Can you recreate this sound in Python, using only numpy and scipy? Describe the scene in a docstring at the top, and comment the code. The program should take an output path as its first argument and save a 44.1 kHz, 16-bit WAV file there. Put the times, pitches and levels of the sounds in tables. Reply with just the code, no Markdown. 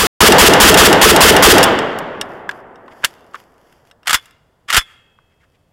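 """Suppressed rifle on an open range

Seven quick shots, each a blast, a hiss of gas and a cycling bolt, badly overload a close microphone.
Earth banks throw each shot back and the woods roll on for seconds. The action clicks empty, the
magazine is knocked loose and pulled out, and the bolt is racked twice, while sleeves rustle in still air.
The sound opens on a quieter snatch of a shot and a short silent gap."""
import sys
import numpy as np
from scipy import signal
from scipy.fft import irfft, next_fast_len
from scipy.io import wavfile
from scipy.ndimage import uniform_filter1d

SR = 44100
rng = np.random.default_rng(int(sys.argv[2]) if len(sys.argv) > 2 else 0)


def wav_record(signal):
    """Record a signal, one row per channel, as 16-bit PCM in the file named by sys.argv[1]."""
    frames = np.transpose(np.atleast_2d(signal))
    bounded = np.clip(frames, -1, 1)
    # unit amplitude maps onto the largest positive 16-bit level
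    quanta = np.round(bounded * 32767).astype(np.int16)
    wavfile.write(sys.argv[1], SR, quanta)


N = 252648
TIME = np.arange(N) / SR

# the shots, starting with the opening snatch: t/s, level/dB
SHOTS = [(-.009, 0.5), (0.1846, -1.5), (0.383, -2.5), (0.601, -0.5), (.773, -3.5), (1.0141, -4),
         (1.2057, -3), (1.4244, -0.5)]
# notes of the parts that the moving bolt sets ringing: f/Hz, level/dB, time to fade 60 dB/s
CARRIER_NOTES = [(2595, -4, 0.34), (4690, -4, 0.06), (7050, 0, 0.062), (9700, -5.5, 0.13)]
def gunfire(shared_db=-9.5, varied_db=-9, carrier_delay_s=.014):
    """Every shot meets the same ground, banks and trees, a little differently as the muzzle moves."""
    shared = woods_echo()
    add(shared, 0, amp(shared_db) * (blast() + bolt_thumps()))
    out = np.zeros(N)
    for s, db in SHOTS:
        add(out, s, amp(db) * shared)
        add(out, s, amp(db + varied_db) * (blast() + bolt_thumps()))
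        add(out, s, amp(db) * gas_and_bolt_hiss())
        add(out, s + carrier_delay_s, amp(db) * ring(CARRIER_NOTES))
    return out


# routes of the blast, direct and off the banks: delay/s, level/dB, f/Hz, decay/s,
# time between repeats/s, loss at the first repeat/dB, pitch shift per repeat/octaves
BLAST_PATHS = [(.001, 15, 904.5, 0.0084, .019, 0.9, 0.21), (.043, 13, 435, 0.0092, .011, 4, -0.32),
               (.102, 11.5, 434, .008, 0.018, 3.5, -.3), (.141, 4, 821, .016, .02, 5, -0.59)]
def blast(arrivals=5, body_hz=195.4, body_db=-17, body_decay_s=.045):
    """On each route the blast flutters between nearby surfaces, fading ever faster, over a low boom."""
    out = np.zeros(SR // 2)
    for delay, db, hz, decay, every, loss_db, shift in BLAST_PATHS:
        for k in range(arrivals):
            add(out, delay + k * every, amp(db - k ** 2 * loss_db) * pulse(hz * 2 ** (k * shift), decay))
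        add(out, delay, amp(db + body_db) * pulse(body_hz, body_decay_s))
    return out


# the bolt hits its rear stop, then its front one: t after the shot/s, rush level/dB, thump level/dB
BOLT_STOPS = [(0.03, 2, 8), (0.089, 9, 4.5)]
def bolt_thumps(hz=68, decay_s=.013, head_start_s=.006):
    """The bolt gives a deep thump at each end of its travel."""
    out = np.zeros(SR // 2)
    for delay, _, db in BOLT_STOPS:
        add(out, delay - head_start_s, amp(db) * pulse(hz, decay_s))
    return out


# tone of the gas jet's hiss: f/Hz, level/dB
JET_TONE = [(60, -22), (400, 2), (900, 0), (1600, 5), (3000, 4.5), (5000, -1.5), (8000, -7), (12000, -6.5),
            (16000, -10.5)]
def gas_and_bolt_hiss(jet_db=7, hold_s=.019, fall_db_per_s=169.5, rush_half_width_s=.0079):
    """The gas jet holds, then dies away, while the bolt rushes back and forth."""
    t = TIME[:SR // 3]
    power = amp(jet_db - fall_db_per_s * np.maximum(t - hold_s, 0)) ** 2
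    for delay, rush_db, _ in BOLT_STOPS:
        power += amp(rush_db) ** 2 * np.exp(-((t - delay) / rush_half_width_s) ** 2)
    return np.sqrt(power) * noise(JET_TONE, len(t))


# tone and fading of the echo from the trees: f/Hz, level/dB, loss/(dB per s)
WOODS_TONE = [(30, -24.5, 2), (100, -16.5, 5.5), (200, -5, 7.5), (400, -1, 7.5), (650, -2, 7),
              (1030, -5.5, 7), (1800, -8.5, 9), (3140, -11, 20.5), (4900, -24, 28), (9250, -37.5, 35),
              (16000, -45, 33.5)]
def woods_echo(onset_s=.17, spreading=1.74):
    """One shot comes back from ever farther trees, thinning with distance and losing its treble."""
    hz, t, spectrum = signal.stft(rng.standard_normal(N), SR, nperseg=512)
    table = np.array(WOODS_TONE)
    tone = normalise(amp(look_up(table[:, [0, 1]], hz)))[:, None]
    loss_db = look_up(table[:, [0, 2]], hz)[:, None] * t
    echo = signal.istft(spectrum * tone * amp(-loss_db), SR, nperseg=512)[1][:N]
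    distance = TIME / onset_s
    return echo * np.minimum(distance, 1) ** 2 / np.maximum(distance, 1) ** spreading


# tone of the rifle's clattering steel body: f/Hz, level/dB
CLATTER_TONE = [(60, -27.5), (350, -27.5), (750, -14.5), (1030, 2), (1800, 8.5), (3200, 4), (4500, -2.5),
                (8000, -7), (12000, -10), (16000, -20)]
def clack(tilt_db, decay_s, scatter_db=-29, scatter_s=.017):
    """Steel hits steel: a clatter that dies fast, then scatters off the shooter and the ground."""
    t = TIME[:8192]
    fade = np.exp(-t / decay_s) + amp(scatter_db) * np.exp(-t / scatter_s)
    return noise(CLATTER_TONE, len(t), tilt_db) * fade


# notes of the small levers inside: f/Hz, level/dB, time to fade 60 dB/s
LEVER_NOTES = [(1728, -14, 0.097), (2804, 0, 0.028), (3740, -10, 0.044), (4570, -17.5, 0.017),
               (5210, -16, 0.051), (5570, -8.5, 0.025), (8170, -16.5, .03)]
def with_levers(hit, ring_db):
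    """A hit shakes the small levers, which add their ringing to it."""
    add(hit, 0, amp(ring_db) * ring(LEVER_NOTES))
    return hit


# the trigger resets between shots: t/s, level/dB
TRIGGER_RESETS = [(0.3209, 10.5), (0.535, 8), (0.7422, 11.5), (.928, 5), (1.1626, 7), (1.365, 6.5),
                  (1.5815, 8)]
# dry clicks of the hammer and catches: t/s, level/dB, treble tilt/(dB per octave)
HAMMER_CLICKS = [(1.629, 6.5, 4), (1.638, 4.5, 7), (1.7885, -10.5, -1), (1.9872, -21.5, 6.5),
                 (2.2126, -8.5, -.5), (2.757, -40.5, -3.5), (3.9125, -36, -2.5), (4.032, -42, -4),
                 (4.2572, -38.5, 7), (4.3091, -45, 3.5)]
def snaps(reset_tilt_db=2.5, decay_s=.0031):
    """Trigger, hammer and catches snap over and ring."""
    resets = [(s, db, reset_tilt_db) for s, db in TRIGGER_RESETS]
    out = np.zeros(N)
    for s, db, tilt_db in [*resets, *HAMMER_CLICKS]:
        snap = amp(-2) * clack(tilt_db, decay_s)
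        add(out, s, amp(db) * with_levers(snap, ring_db=-3))
    return out


def knock(tilt_db, decay_s, hollow_hz, hollow_db):
    """A clack with a hollow note, which shakes the levers."""
    hit = clack(tilt_db, decay_s) + amp(hollow_db) * pulse(hollow_hz, decay_s, spread=2.2, size=8192)
    return with_levers(hit, ring_db=-21)


# knocks on the magazine: t/s, level/dB, treble tilt/(dB per octave), hollow note f/Hz, its share/dB
MAGAZINE_KNOCKS = [(2.4919, -18.5, -4, 1672, 9), (2.512, -24.5, -4.5, 1698, -14),
                   (2.8801, -29.5, -12, 1740, -13), (3.034, -27, -10.5, 1656, 7),
                   (3.040, -10, -5.5, 1583, 4), (3.046, 3.5, 2, 1500, -10.5),
                   (3.344, -32.5, -5.5, 1260, 14.5), (3.355, -22.5, -9.5, 1259, -2),
                   (5.188, -46.5, -15, 1143, 0)]
def magazine(decay_s=.0039):
    """The hollow magazine is knocked loose and bumps on its way out."""
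    out = np.zeros(N)
    for s, db, tilt_db, hollow_hz, hollow_db in MAGAZINE_KNOCKS:
        add(out, s, amp(db) * knock(tilt_db, decay_s, hollow_hz, hollow_db))
    return out


# the bolt's carrier catches as it is racked (worked by hand) twice: t/s, level/dB
RACK_CATCHES = [(4.058, -34.5), (4.072, -10.5), (4.078, -9), (4.095, -7.5), (4.107, -6.5), (4.1301, -1),
                (4.143, 2.5), (4.687, -29.5), (4.7025, -10), (4.727, -8.5), (4.734, -6.5), (4.7446, -1.5),
                (4.756, -7), (4.766, 7), (4.775, 2.5)]
def racking(base_tilt_db=1.5, brightening=.1):
    """The carrier catches harder and harder along each stroke; a harder catch is brighter."""
    out = np.zeros(N)
    for s, db in RACK_CATCHES:
        tilt_db = base_tilt_db + brightening * db
        add(out, s, amp(db) * knock(tilt_db, decay_s=.0062, hollow_hz=1328, hollow_db=-6))
    return out


# notes of the rifle's steel and of its spring: f/Hz, level/dB, time to fade 60 dB/s
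STEEL_NOTES = [(1350, -6, 0.13), (1880, -8.5, 0.12), (2126, -24, 0.78), (2680, -6.5, .09), (3360, 7.5, .12),
               (3460, 8.5, 0.13), (4000, -4.5, 0.099), (5180, 10.5, .07), (6400, -19.5, .1),
               (10890, -2, .1)]
SPRING_NOTES = [(2600, -0.5, 2.1), (3340, -11.5, 1.4), (3300, 8.5, 1), (3250, 0.5, 1.8), (4630, -17, 1.1)]
# heavy stops that jolt the rifle: t/s, thud level/dB, steel level/dB, spring level/dB
HEAVY_STOPS = [(1.632, -18, -21, -52), (3.045, -27, -52.5, -88.5), (4.147, -19, -30, -84.5),
               (4.685, -55, -44, -70), (4.778, -1.5, -23.5, -53.5)]
def jolts(push_s=.0043):
    """The whole rifle stops against hands and shoulder: a deep push, a rebound and ringing metal."""
    progress = TIME[:SR // 10] / push_s
    thud = soften((1 - progress) * np.exp(-progress), hz=150)
    out = np.zeros(N)
    for s, thud_db, steel_db, spring_db in HEAVY_STOPS:
        add(out, s, amp(thud_db) * thud)
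        add(out, s, amp(steel_db) * ring(STEEL_NOTES))
        add(out, s, amp(spring_db) * ring(SPRING_NOTES))
    return out


# steel slides on steel between the knocks: t/s, level/dB, length/s
SLIDE_STROKES = [(3.014, -44, 0.024), (3.328, -42, 0.035), (4.043, -23, 0.17), (4.675, -21, 0.062),
                 (4.685, -23, 0.16)]
def slides():
    """The magazine and the bolt's carrier grate along the rifle's body."""
    motion = np.zeros(N)
    for s, db, length in SLIDE_STROKES:
        add(motion, s, amp(db) * swell(length))
    return motion * stick_and_slip(depth_db=4, grain_samples=90) * noise(CLATTER_TONE, N, tilt_db=-3)


def with_range_echo(x, echo_db=-47, onset_s=.15, spreading=2.3, bright_db=-4, bright_s=.18):
    """Close sounds come back faintly from the banks and trees; the treble dies first."""
    t = TIME[:2 * SR]
    distance = t / onset_s
    dull = soften(rng.standard_normal(len(t)), hz=3200)
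    bright = amp(bright_db) * np.exp(-t / bright_s) * rng.standard_normal(len(t))
    tail = (dull + bright) * np.minimum(distance, 1) / np.maximum(distance, 1) ** spreading
    return x + amp(echo_db) * signal.fftconvolve(x, tail / np.linalg.norm(tail))[:N]


# tone of rubbing cloth: f/Hz, level/dB
CLOTH_TONE = [(300, -8.5), (1000, -1), (2000, 9.5), (3200, 5), (4000, -5.5), (4700, 2.5), (6300, -2.5),
              (8500, -9.5), (11200, -2.5), (13000, -5), (16000, -11)]
# sweeps of the arm: middle t/s, level/dB, length/s
ARM_SWEEPS = [(2.329, -59, 0.29), (2.555, -58, 0.18), (3.05, -55, 0.46), (3.375, -63.5, 0.55),
              (3.39, -56, 0.12), (3.71, -62, 0.47), (3.884, -62, 0.089), (4.24, -55, .14), (5.5, -80, .5)]
def sleeve(ticks_per_s=30, tick_db=12, tick_s=.0008, rest_db=-84):
    """Cloth slides in small uneven catches, with stray ticks, as the arm moves."""
    ticks = (rng.random(N) < ticks_per_s / SR) * amp(tick_db + 3 * rng.standard_normal(N))
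    ticks = signal.oaconvolve(ticks, np.exp(-TIME[:512] / tick_s))[:N]
    motion = np.full(N, amp(rest_db))
    for s, db, length in ARM_SWEEPS:
        add(motion, s - length / 2, amp(db) * swell(length))
    return noise(CLOTH_TONE, N) * (stick_and_slip(depth_db=.5, grain_samples=160) + ticks) * motion


# soft scuffs: t/s, level/dB, centre f/Hz, length/s
GLOVE_SCUFFS = [(2.899, -46, 2000, 0.045), (5.283, -63, 1995, 0.078), (5.389, -60, 2096, 0.053),
                (5.42, -55, 1675, 0.043), (5.531, -60, 2283, 0.043)]
def glove():
    """A glove brushes the empty magazine in short strokes."""
    out = np.zeros(N)
    for s, db, hz, length in GLOVE_SCUFFS:
        stroke = swell(length)
        tone = [(hz / 2, -18), (hz, 0), (hz * 2, -18), (hz * 6, -35)]
        add(out, s, amp(db) * stroke * noise(tone, len(stroke)))
    return out


# tone of still outdoor air: f/Hz, level/dB
AIR_TONE = [(20, -7.5), (90, -2.5), (145, -4.5), (230, -12), (600, -13.5), (1500, -24.5), (3000, -29),
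            (6000, -36.5), (16000, -38.5)]
def air(level_db=-60):
    """A faint, steady, low hush lies under everything."""
    return amp(level_db) * noise(AIR_TONE, N)


def amp(db):
    """Turns decibels into a gain."""
    return 10 ** (np.asarray(db) / 20)


def normalise(x):
    """Scales a signal to an average power of 1."""
    return x / np.sqrt(np.mean(x ** 2) + 1e-20)


def look_up(points, hz):
    """Reads between (frequency, value) points, spaced by pitch."""
    f, value = np.transpose(points)
    return np.interp(np.log(hz + 1), np.log(f + 1), value)


def add(mix, s, sound):
    """Mixes a sound in at s seconds, dropping what does not fit."""
    start = round(s * SR)
    sound = sound[max(-start, 0):]
    part = mix[max(start, 0):][:len(sound)]
    part += sound[:len(part)]


def noise(tone, size, tilt_db=0):
    """Noise of power 1 with a given tone, tilted by tilt_db per octave above 1 kHz."""
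    padded = next_fast_len(size)
    hz = np.fft.rfftfreq(padded, 1 / SR)
    octaves = np.log2(np.maximum(hz / 1000, 1))
    phases = np.exp(2j * np.pi * rng.random(len(hz)))
    gains = amp(look_up(tone, hz) + tilt_db * octaves)
    return normalise(irfft(phases * gains, padded)[:size])


def pulse(hz, decay_s, spread=3.9, size=4096, roughness=.97):
    """A rough dying note, kept to the band from hz / spread to hz * spread."""
    t = TIME[:size]
    wander = roughness * np.cumsum(rng.standard_normal(size)) * np.sqrt(hz / SR)
    envelope = np.exp(-t / decay_s) * (1 - np.exp(-2 * hz * t))
    note = np.sqrt(2) * np.sin(2 * np.pi * hz * t + wander) * envelope
    edges = [hz / spread, min(hz * spread, SR / 3)]
    return signal.sosfilt(signal.butter(2, edges, "bandpass", fs=SR, output="sos"), note)


def ring(notes):
    """Struck metal rings with several pure notes, each fading at its own rate."""
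    length_s = min(1.5 * max(fade_s for _, _, fade_s in notes), 2)
    t = TIME[:int(SR * length_s)]
    return sum(amp(db - 60 * t / fade_s) * np.sin(2 * np.pi * (hz * t + rng.random()))
               for hz, db, fade_s in notes)


def stick_and_slip(depth_db, grain_samples):
    """The uneven loudness of one surface dragging over another."""
    wobble = normalise(uniform_filter1d(rng.standard_normal(N), size=grain_samples))
    return normalise(amp(depth_db * wobble))


def swell(length_s):
    """The smooth rise and fall of one stroke."""
    return np.hanning(int(length_s * SR))


def soften(x, hz):
    """Takes off the treble above a frequency."""
    return signal.sosfilt(signal.butter(2, hz, fs=SR, output="sos"), x)


def colour(x, tone, size=4096):
    """Gives a sound a tone, with a filter that rings only after each hit, never before."""
    log_gain = np.log(amp(look_up(tone, abs(np.fft.fftfreq(size, 1 / SR)))))
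    taps = np.fft.ifft(np.exp(np.conj(signal.hilbert(log_gain)))).real
    return signal.oaconvolve(x, taps[:size // 2])[:N]


def scene():
    """Shots, gun handling and quiet air meet at one microphone."""
    shots = gunfire()
    handling = snaps() + magazine() + racking() + jolts() + slides()
    return (shots + with_range_echo(handling) + sleeve() + glove() + air())[None]


# tone of the microphone's opening, and of the electronics after the overload: f/Hz, level/dB
PORT_TONE = [(1000, 0), (2050, -0.5), (2400, -2.5), (2850, -1.5), (3450, 1), (3950, -3.5), (4700, 0.5),
             (6300, -1.5), (7300, 1.5), (9000, -1.5)]
ELECTRONICS_TONE = [(10, -3), (30, 0), (1900, 0), (2380, -2.5), (2900, .7), (4000, -1.5), (4800, 0),
                    (11000, 0), (16000, -2.5)]
# the silence after the opening snatch: start t/s, end t/s
SILENT_GAP = (.069, .2058)
def record(dry, ceiling=.655, snatch_db=-5.5, top_hz=15950):
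    """The microphone flattens loud waves; the opening is turned down and cut off; the top treble goes."""
    drive = signal.resample_poly(colour(dry[0], PORT_TONE), 2, 1) / ceiling  # at twice the sample rate
    flattened = ceiling * drive / (1 + drive ** 4) ** .25
    out = colour(signal.resample_poly(flattened, 1, 2), ELECTRONICS_TONE)
    gap_start, gap_end = SILENT_GAP
    out *= np.where(TIME < gap_start, amp(snatch_db), TIME > gap_end)
    treble_cut = signal.firwin(255, top_hz, window=("kaiser", 9), fs=SR)
    return signal.oaconvolve(out, treble_cut, "same")[None]


dry = scene()
out = record(dry)
wav_record(out)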